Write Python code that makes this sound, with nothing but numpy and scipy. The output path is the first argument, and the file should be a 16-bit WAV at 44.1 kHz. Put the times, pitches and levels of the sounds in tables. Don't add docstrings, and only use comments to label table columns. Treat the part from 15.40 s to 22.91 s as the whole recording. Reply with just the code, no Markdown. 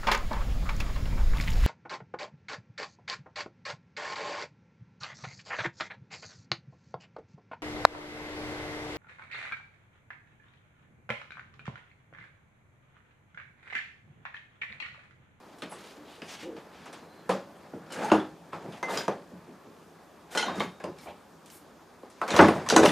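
import sys
import numpy as np
from scipy import signal
from scipy.io import wavfile

SR = 44100
rng = np.random.default_rng(int(sys.argv[2]) if len(sys.argv) > 2 else 0)


def master(y):
    cut = np.clip(np.atleast_2d(y).T, -1, 1)
    pcm = np.round(cut * 32767)
    wavfile.write(sys.argv[1], SR, pcm.astype(np.int16))


def volts_from_db(level):
    exponent = np.asarray(level, float) / 20
    return 10 ** exponent


N = 331191


def at_hz(points, hz):
    f, value = np.array(points)[:, 0], np.array(points)[:, 1]
    return np.interp(np.log(hz), np.log(f), value)


def blend(zones_hz, columns, hz):
    shares = [np.interp(np.log(hz), np.log(zones_hz), row) for row in np.eye(len(columns))]
    return sum(share * column for share, column in zip(shares, columns))


def fine_colour(points, zones_hz, hz):
    return at_hz(points, hz) - blend(zones_hz, at_hz(points, zones_hz), hz)


def rms_one(x):
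    return x / np.sqrt(np.mean(x ** 2) + 1e-20)


def drift(rate):
    step = int(SR / rate / 2)
    knots = rng.standard_normal(N // step + 2)
    return np.interp(np.arange(N) / step, np.arange(len(knots)), knots)


def ring(x, hz, t60):
    r, w = volts_from_db(-60 / (t60 * SR)), 2 * np.pi * hz / SR
    return signal.lfilter([0, np.sin(w)], [1, -2 * r * np.cos(w), r * r], x + 1e-18)


def contacts():
    # t/s, level/dB, brightness/dB, sharpness of the first crack/dB
    thumps = [
        (2.337, -30, -14, 9.5),
        (3.245, -31, 2, 2),
        (3.915, -36, 0, -12),
        (4.076, -36.5, -6, -14),
        (4.245, -37.5, 0, 5),
        (7.014, -3.5, 1, -9),
        (7.151, -24, 26, -3),
    ]
    knocks = [(0.317, -34.5, 9, 0), (1.892, -15, 3.5, -15), (2.717, -8.5, -5, 6), (3.428, -24, 3, 7),
              (3.68, -18.5, -5.5, 8.5), (4.95, -22.5, 9, 4.5), (5.439, -28.5, 2, 8.5), (6.632, -40, -22, 9),
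              (6.879, -23.5, 12, -2), (6.938, -15.5, 1, -4), (7.084, -12, -2.5, 8.5),
              (7.324, -14, -14, 6.5), (7.363, -10, 10.5, 11.5), (7.432, -7, 0, 1)]
    raps = [(1.456, -35, 10.5, -9), (2.503, -34.5, 7, -3), (3.123, -28, -13, -5), (3.131, -28, 0, 5),
            (3.482, -21.5, -9, -8), (5.027, -25, -2, -14), (5.082, -20, -7, 4), (5.203, -20.5, 3, 9.5),
            (5.4, -34, 0.5, 1), (5.657, -33.5, -8, -10), (6.815, -18.5, -14, 4.5), (6.963, -13.5, 7, 7),
            (6.991, 4, -19, 3), (7.262, -27.5, 5.5, 1)]
    clanks = [
        (0.22, -27, -6, 6.5),
        (0.819, -33, -11, 8.5),
        (1.164, -34.5, -8.5, -6),
        (3.321, -40.5, 2, -2),
        (3.573, -32, 10.5, 10),
        (4.974, -22, 10.5, -5),
        (6.904, -18, -6, 5),
        (7.458, -17.5, -1.5, 12),
        (7.493, -28, -8, 8),
    ]
    ticks = [(1.527, -35, -7, -14), (2.522, -36.5, 2, -7), (5.586, -50, 1, 5), (6.059, -56, 12.5, 4),
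             (6.101, -53, 7, 10), (6.136, -55, 0, 4), (6.7, -57, 10.5, -8), (6.878, -41, 8, 3),
             (6.815, -50, 10, 8), (.185, -56, 8, 3), (7.4535, -30.5, 7, 9), (7.012, -36.5, 5, 7),
             (2.644, -43.5, 5, 2), (7.288, -23, -2.5, 8), (7.301, -19.5, -2.5, 7.5)]
    thump_db = [0, -11.5, -43, -41]
    knock_db = [-10, 0, -15, -21.5]
    rap_db = [-20.5, -0.5, -12, -23]
    clank_db = [-8, -6, -3, -13]
    tick_db = [-11.5, -3, -1.5, -1]
    bright_shares = np.array([-0.057, 0.022, 0.45, 0.98])
    kinds = ((thumps, thump_db), (knocks, knock_db), (raps, rap_db), (clanks, clank_db), (ticks, tick_db))
    table = []
    for rows, kind_db in kinds:
        for s, db, bright_db, sharp_db in rows:
            zone_db = db + np.array(kind_db) + bright_db * bright_shares
            table.append((s, sharp_db, *zone_db))
    return np.array(table)


def knock_envelope(hz, early_s, rise_cycles):
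    zones_hz = [200, 800, 2800, 8000]
    # f/Hz, level/dB per Hz
    knock_colour = [(60, -40), (110, -11.5), (170, 0.5), (350, 6), (800, 0.5), (1400, -6.5), (2200, -15.5),
                    (4500, -22), (8000, -22), (12000, -33.5), (15500, -60)]
    # f/Hz, t60/s
    tail_t60 = [(100, 0.58), (260, 0.29), (700, 0.29), (1800, 0.29), (5000, 0.36), (12000, 0.09)]
    table, out, t = contacts(), np.zeros(N), np.arange(SR // 3) / SR
    level_db = blend(zones_hz, table[:, 2:].T, hz) + fine_colour(knock_colour, zones_hz, hz)
    sharp_db = table[:, 1]
    rise = 1 - np.exp(-t * hz / rise_cycles)
    tail = (volts_from_db(-60 * t / at_hz(tail_t60, hz)) * rise) ** 2
    burst = np.exp(-2 * t[:1000] / (early_s + 0.62 / hz))
    starts = (table[:, 0] * SR).astype(int)
    for i, power, hard in zip(starts, volts_from_db(2 * level_db), volts_from_db(2 * sharp_db)):
        out[i:i + len(t)] += power * tail[:N - i]
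        out[i:i + 1000] += power * hard * burst[:N - i]
    return np.sqrt(out)


def struck(body, level_db, damping):
    blows, modes = body
    at, out = [int(s * SR) for s, db in blows], np.zeros(N)
    blow_db = np.array(blows)[:, 1]
    luck = rng.standard_normal((len(blows), 30))
    for k, (hz, mode_db, t60) in enumerate(modes):
        clicks = np.zeros(N)
        clicks[at] = volts_from_db(blow_db + mode_db + level_db + 2.0 * luck[:, k]) * (-1) ** k
        out += ring(clicks, hz, np.clip(t60 * damping, .02, .9))
    return out


def wood():
    # (f/Hz, level/dB, t60/s)
    board = [(1.892, -13), (3.681, -20.5), (5.44, -24.5)], [(189, -6, 0.35), (497.5, 1.5, 0.18),
             (540, -1, 0.3), (565, -6.5, 0.59), (625, -9, 0.19), (890, -19, 0.33), (1034, -7, 0.12)]
    drawer = [(2.334, -31.5), (2.7165, -5.5)], [(209.6, -4.5, 0.39), (313.2, -1.5, 0.54), (383, 2, 0.24),
              (543, -3.5, 0.2), (624, -3, 0.24), (980, -12, 0.19), (1360, -14, 0.23), (1453, -1.5, 0.076),
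              (452, -6, 0.2), (270, -2, .3)]
    bench = [(6.992, 0), (7.084, -31), (7.362, -6), (7.436, -17)], [(149.6, -22, 0.95), (324.6, 3, 0.46),
             (644, 1.5, 0.21), (997, 1, 0.17), (1086, -5, 0.54), (1317, 3, 0.083), (1450, -4, 0.25),
             (1480, -5, 0.38), (767, 3.5, 0.25), (1567, -10, 0.31), (2022, -15, 0.79)]
    block = [(3.131, -29), (6.815, -14.5)], [(1054, 4, 0.071), (1310, 5.5, 0.047), (1540, -1, 0.099),
             (2010, -4, 0.05)]
    frame = [(2.716, -24), (5.084, -30.5), (6.99, -6), (7.362, -17.5)], [(93.2, -14.5, 0.89),
             (152, -12, 0.96), (186, -10, 0.34)]
    out = struck(board, level_db=-11.0, damping=0.62)
    out += struck(drawer, level_db=-14.0, damping=0.64)
    out += struck(bench, level_db=-14.5, damping=0.41)
    out += struck(block, level_db=-8.5, damping=0.21)
    out += struck(frame, level_db=-5.0, damping=0.58)
    return out


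def steel():
    # (f/Hz, level/dB, t60/s)
    spanner = [(4.9511, -24), (4.9736, -5), (5.028, -14.5), (5.0833, -35)], [(470, -4.5, 0.098),
               (865, -7, 0.22), (1441, -0.5, 0.2), (2013, -10, 0.37), (3050, -2, 0.059), (3190, -7.5, 0.23),
               (4100, -5.5, 0.11), (4200, -9, 0.15), (5300, -15, 0.22), (5970, -11, 0.16),
               (6620, -11.5, 0.11), (8600, -22, 0.14)]
    rod = [(3.4286, -21.5)], [(980, 5, 0.077), (2065, 1, 0.3), (3750, -19, 0.12), (4540, -15, .06),
           (5850, -12, 0.07), (6320, -11, 0.064)]
    plate = [(3.5743, -22.5)], [(3200, -2.5, 0.18), (3930, -1.5, 0.13), (4883, -1.5, 0.16), (5060, -7, .2),
             (5900, -9, .1), (7030, -2, 0.07)]
    offcuts = [(6.9052, -17.5), (6.9636, -12), (7.2883, -14), (7.2998, -6.5), (7.3627, -2.5),
               (7.4594, -17)], [(2970, -9, 0.1), (3980, -0.5, 0.038), (4900, -12, 0.053),
               (5740, -1.5, 0.054), (6210, -7, 0.067), (6740, -7.5, 0.038), (7800, -9, 0.036)]
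    socket = [(0.2209, -40.5), (2.507, -43), (2.5202, -33.5)], [(2870, -6, 0.33), (3010, 0, 0.27),
              (4200, -2, 0.26), (5330, -1.5, 0.21), (7670, -8, .15)]
    bolt = [(5.205, -17.5)], [(1133, -0.5, 0.12), (2154, -2, 0.063), (3160, -9, 0.15), (4290, -13, 0.1),
            (865, -4, 0.13)]
    washer = [(5.5852, -44)], [(2320, -1, 0.12), (4150, -1, 0.13), (5350, -5, .15)]
    pipe = [(5.045, -37)], [(3722, 0, 2.0), (3738, -10, .6), (3200, -11, .5)]
    out = struck(spanner, level_db=-17.0, damping=0.67)
    out += struck(rod, level_db=-12.0, damping=0.92)
    out += struck(plate, level_db=-8.0, damping=0.35)
    out += struck(offcuts, level_db=-12.5, damping=0.37)
    out += struck(socket, level_db=-12.0, damping=0.56)
    out += struck(bolt, level_db=-7.5, damping=0.44)
    out += struck(washer, level_db=-8.5, damping=0.68)
    out += struck(pipe, level_db=-3.5, damping=0.7)
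    return out


def juddering_box():
    # (f/Hz, level/dB, t60/s)
    box = [(7.325, -13), (7.349, -17), (7.392, -11), (7.407, -12.5), (7.432, -14), (7.442, -14),
           (7.452, -11)], [(437, 1.5, .06), (245, -6, .08), (540, -3, .06)]
    return struck(box, level_db=-2.5, damping=0.97)


def pings():
    # t/s, f/Hz, peak level/dB, t60/s
    small_rings = [(.8195, 2860, -39, .03), (0.82, 1760, -42, .03), (.8195, 2560, -38, .04),
                   (.8195, 4900, -43, 0.027), (0.8197, 410, -43, 0.07), (2.337, 470, -37.5, .15),
                   (2.529, 8900, -48, .05), (2.529, 7520, -46, .12), (2.645, 12200, -54, .06),
                   (2.529, 11000, -50, .03), (2.648, 8000, -47, .05), (2.65, 10500, -50, .05),
                   (2.702, 1396, -27, .05), (2.7013, 3020, -34, .03), (2.7165, 2740, -22, 0.023),
                   (2.8011, 3417, -37.5, 0.071), (3.444, 1500, -43, .06), (3.505, 893, -28.5, 0.04),
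                   (3.507, 3750, -38, 0.046), (3.64, 956, -40, .1), (3.682, 6000, -41, .03),
                   (3.575, 4950, -35, .12), (4.95, 1460, -32, .06), (5.028, 1466, -30, .1),
                   (5.028, 3070, -30, .05), (5.025, 5970, -39, .1), (5.199, 3700, -30, .03),
                   (5.036, 880, -29, 0.13), (5.083, 1096, -25, 0.047), (5.403, 1650, -44, .06),
                   (5.441, 603, -29.5, 0.055), (5.442, 2800, -43, .02), (5.442, 4900, -42, .02),
                   (5.442, 5950, -51, .02), (5.672, 2330, -46, .06),
                   (6.8917, 2200, -34, .05), (6.897, 3080, -38, .05), (6.907, 4200, -31, .04),
               (6.918, 3700, -28, .03), (6.915, 6900, -39, 0.063), (6.955, 5700, -33, .06),
               (6.972, 6100, -28, .02), (6.9905, 2930, -19.5, .02), (6.9905, 4100, -24, .02),
               (7.012, 8000, -34, 0.044), (7.012, 6300, -30, .04), (7.263, 1060, -32.5, .06),
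               (7.3002, 4700, -20, 0.046), (7.305, 1480, -22, 0.045), (7.308, 5800, -27.5, 0.054),
               (7.366, 6320, -17, 0.045), (7.363, 8200, -29, .04), (7.454, 6130, -26, 0.043),
               (7.4597, 2710, -21, .05), (7.4924, 3500, -24, .04), (7.4924, 1930, -24.5, .04)]
    spacing = .013
    out, t = np.zeros(N), np.arange(SR // 4) / SR
    for s, hz, level_db, t60 in small_rings:
        i = int(s * SR)
        cluster = 0
        for k, gain in ((-1.6, .35), (0, .5), (1, .35)):
            cluster = cluster + gain * np.sin(2 * np.pi * hz * (1 + spacing * k) * t)
        decay = volts_from_db(level_db - 60 * t / np.clip(t60, .01, .12))
        out[i:i + len(t)] += (decay * cluster)[:N - i]
    return out


def rattle(per_s, cycles, quiet_db, level_db):
    knocked = volts_from_db(-4.0) * knock_envelope(4500, early_s=0.0014, rise_cycles=29.0)
    shaking = volts_from_db(sliding()[2]) + knocked
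    shaking = np.maximum(shaking - volts_from_db(quiet_db), 0)
    happens = rng.random(N) < per_s / SR
    sizes = volts_from_db(2.2 * np.minimum(rng.exponential(1, N), 3)) * shaking * happens
    dealt = rng.integers(0, 30, N)
    pitches = np.geomspace(1500, 13000, 30) * volts_from_db(.3 * rng.standard_normal(30))
    out = np.zeros(N)
    for k, hz in enumerate(pitches):
        out += ring(sizes * (dealt == k), hz, cycles / hz) * (3000 / hz) ** 0.4
    return volts_from_db(level_db) * out


def sliding():
    # t/s, length/s, level/dB, weight/dB, brightness/dB
    slides = [(0.24, .28, -58, -8, 19), (0.59, 0.17, -65, -6, 24.5), (0.809, 0.13, -48.5, -16, 16),
              (2.475, 0.17, -35, 2, 2), (2.573, 0.15, -34.5, -9, -2), (2.76, 0.09, -51, 7, 1),
              (3.09, 0.21, -49.5, 9, 3), (3.254, 0.12, -49, 1, 7), (3.452, .14, -32.5, -3.5, 3),
              (4.879, 0.082, -39.5, -8, 2), (5.018, 0.076, -35, -2, -11), (5.083, 0.14, -44.5, 10.5, 10),
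              (5.5, 0.14, -56, 3, 13.5), (6.66, 0.27, -60, 1, 18), (6.88, 0.17, -22.5, -4, -4.5),
              (7.06, 0.14, -38.5, 0, -2), (7.14, 0.13, -48.5, 7, 8), (7.371, 0.1, -34, 15, 10)]
    # t/s, level/dB
    stir = [
        (0, -55),
        (1.6, -54),
        (3.9, -57),
        (5.2, -60),
        (7.51, -57),
    ]
    swell_share, swell_db, let_go_db_per_s, hiss_db = 0.66, 23, 197, -15.5
    t = np.arange(N) / SR
    stir_s, stir_db = np.transpose(stir)
    power = volts_from_db(2 * (np.interp(t, stir_s, stir_db) + np.array([[1], [0], [hiss_db + 0.7]])))
    for s, length, db, weight_db, bright_db in slides:
        near = slice(max(int((s - .1) * SR), 0), int((s + length + .4) * SR))
        rise_db = swell_db * np.minimum((t[near] - s) / (swell_share * length) - 1, 0)
        shape_db = rise_db - let_go_db_per_s * np.maximum(t[near] - s - length, 0)
        zone_db = np.array([[weight_db], [0], [hiss_db + bright_db]])
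        power[:, near] += volts_from_db(2 * (db + shape_db + zone_db))
    return 10 * np.log10(power)


def rubs():
    # t/s, length/s, f/Hz,
    # width/Hz, level/dB
    creaks = [(1.015, .1, 505, 45, -45), (1.015, .12, 345, 50, -44), (1.08, .12, 460, 40, -47),
              (1.12, .08, 298, 30, -50), (.29, .05, 10300, 700, -55), (.305, .045, 8300, 600, -57),
              (2.63, .075, 860, 80, -34.5), (5.655, .07, 750, 200, -44), (1.5, .4, 4100, 150, -71),
              (7.32, .17, 430, 120, -29), (.56, .1, 290, 50, -53), (2.64, .03, 6400, 300, -53),
              (0, 7.5, 158, 25, -63), (3.12, .07, 165, 40, -48), (3.92, .07, 165, 40, -52),
              (5.44, .1, 170, 40, -49), (5.24, .07, 180, 40, -47.5), (5.44, .08, 390, 90, -41)]
    scuffs = [(5.17, 0.035, 1200, 1400, -39), (5.196, 0.009, 5800, 6000, -43),
              (4.9, 0.088, 6400, 8000, -50), (.87, 0.098, 4400, 4100, -49), (.98, 0.077, 4300, 4000, -51),
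              (3.48, 0.1, 4900, 9100, -45), (1.3, 0.19, 2400, 5500, -57), (1.0, 0.043, 6000, 6200, -58),
              (0.853, 0.25, 3200, 1200, -57.5), (5.67, 0.052, 2600, 2300, -51.5),
              (6.1, 0.094, 10500, 5500, -56), (.3, .25, 3000, 2500, -58), (.63, .17, 3500, 1500, -60),
              (5.6, .08, 10000, 6000, -62), (6.93, 0.033, 1440, 1600, -26.5)]
    out, white = np.zeros(N), rng.standard_normal(N)
    for s, length, hz, width_hz, level_db in creaks + scuffs:
        i, n = int(s * SR), int(length * SR)
        t60 = np.log(1000) / np.pi / width_hz / 1.5
        tone = rms_one(ring(ring(white[i:i + n], hz, t60), hz, t60))
        out[i:i + n] += volts_from_db(level_db) * tone * signal.windows.tukey(len(tone), .5)
    return out


def bench_noise():
    slide_zones_hz = [250, 1400, 6500]
    # f/Hz, level/dB per Hz
    slide_colour = [(35, -59), (60, -30), (167, -2.5), (738, -4), (849, -4), (1120, -12), (1420, -9.5),
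                    (2650, -17.5), (3670, -18), (7030, -25.5), (13000, -35), (15500, -50)]
    room = [(15, -57), (25, 4), (86, 1.5), (165, -20), (241, -36), (269, 2.5), (473, -4.5), (729, -11),
            (929, -2.5), (1390, -11), (2030, -20.5), (5670, -23), (15800, -33)]
    # f/Hz, side minus mid level/dB
    width = [(60, -30), (250, -22), (500, -13.5), (1000, -17.5), (2500, -16.5), (4500, -13), (8000, -17.5),
             (14000, -36)]
    slides, out, edges = sliding(), 0, 28 * 2 ** np.arange(0, 9.6, .5)
    white = rng.standard_normal((2, 3, 2, N))
    grit_db = 1.06 * drift(150) + 1.3 * drift(45)
    room_power = sum(volts_from_db(at_hz(room, hz)) ** 2 * .35 * hz for hz in edges[:-1] * 1.19)
    for k, (low, high) in enumerate(zip(edges, np.minimum(edges[1:], .45 * SR))):
        hz = np.sqrt(low * high)
        knock = volts_from_db(-14.0 + 2.1 * drift(40)) * knock_envelope(hz, early_s=0.003, rise_cycles=1.43)
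        slide_db = blend(slide_zones_hz, slides, hz) + fine_colour(slide_colour, slide_zones_hz, hz)
        slide = volts_from_db(slide_db - 9.5 + 2.0 * drift(14) + grit_db * (hz / 2000) ** 0.19)
        floor = volts_from_db(-59.5 + at_hz(room, hz) + 1.4 * drift(11)) * np.sqrt(0.62 * hz / room_power)
        narrow = volts_from_db([[0], [-5.0 + 8.7 * min(np.log2(hz / 2000), 0)]])
        mixed = narrow * (knock * white[k % 2, 0] + slide * white[k % 2, 1])
        mixed = mixed + floor * white[k % 2, 2]
        band = signal.butter(2, [low, high], "band", fs=SR, output="sos")
        mid, side = signal.sosfilt(band, mixed) / np.sqrt(2 * (high - low) / SR)
        out = out + mid + volts_from_db(at_hz(width, hz) + 7.0) * side * [[1], [-1]]
    return out


def walls(x, t60):
    t = np.arange(int(.4 * SR)) / SR
    echo = rng.standard_normal((2, len(t))) * volts_from_db(-60 * t / t60) * (t > .004)
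    echo = echo / np.sqrt(np.sum(echo[0] ** 2))
    mid, side = signal.fftconvolve(x[None], echo, axes=1)[:, :N]
    return mid + volts_from_db(-16.0) * signal.lfilter([1, -1], [1, -.7], side) * [[1], [-1]]


def scene():
    near = wood() + steel() + juddering_box() + pings()
    near = near + rattle(per_s=400, cycles=170, quiet_db=-52, level_db=-5) + rubs()
    return near + volts_from_db(-4.0) * walls(near, t60=0.24) + bench_noise()


def top_cut(x):
    return signal.sosfilt(signal.butter(12, 16460, fs=SR, output="sos"), x)


def record(dry):
    x = signal.sosfilt(signal.butter(3, 90, "high", fs=SR, output="sos"), dry)
    x = x - 0.51 * signal.lfilter(*signal.iirpeak(120, 4.0, fs=SR), x)
    hiss = signal.sosfilt(signal.butter(2, 900, fs=SR, output="sos"), rng.standard_normal(N))
    x = x + volts_from_db(-70.5) * rms_one(hiss) * [[1], [-1]]
    x = x * volts_from_db([[.1], [-.1]])
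    x = 1.05 * np.tanh(x / 1.05)
    x = signal.sosfilt(signal.cheby2(10, 50, 16200, fs=SR, output="sos"), x)
    return top_cut(x)


dry = scene()
out = record(dry)
master(out)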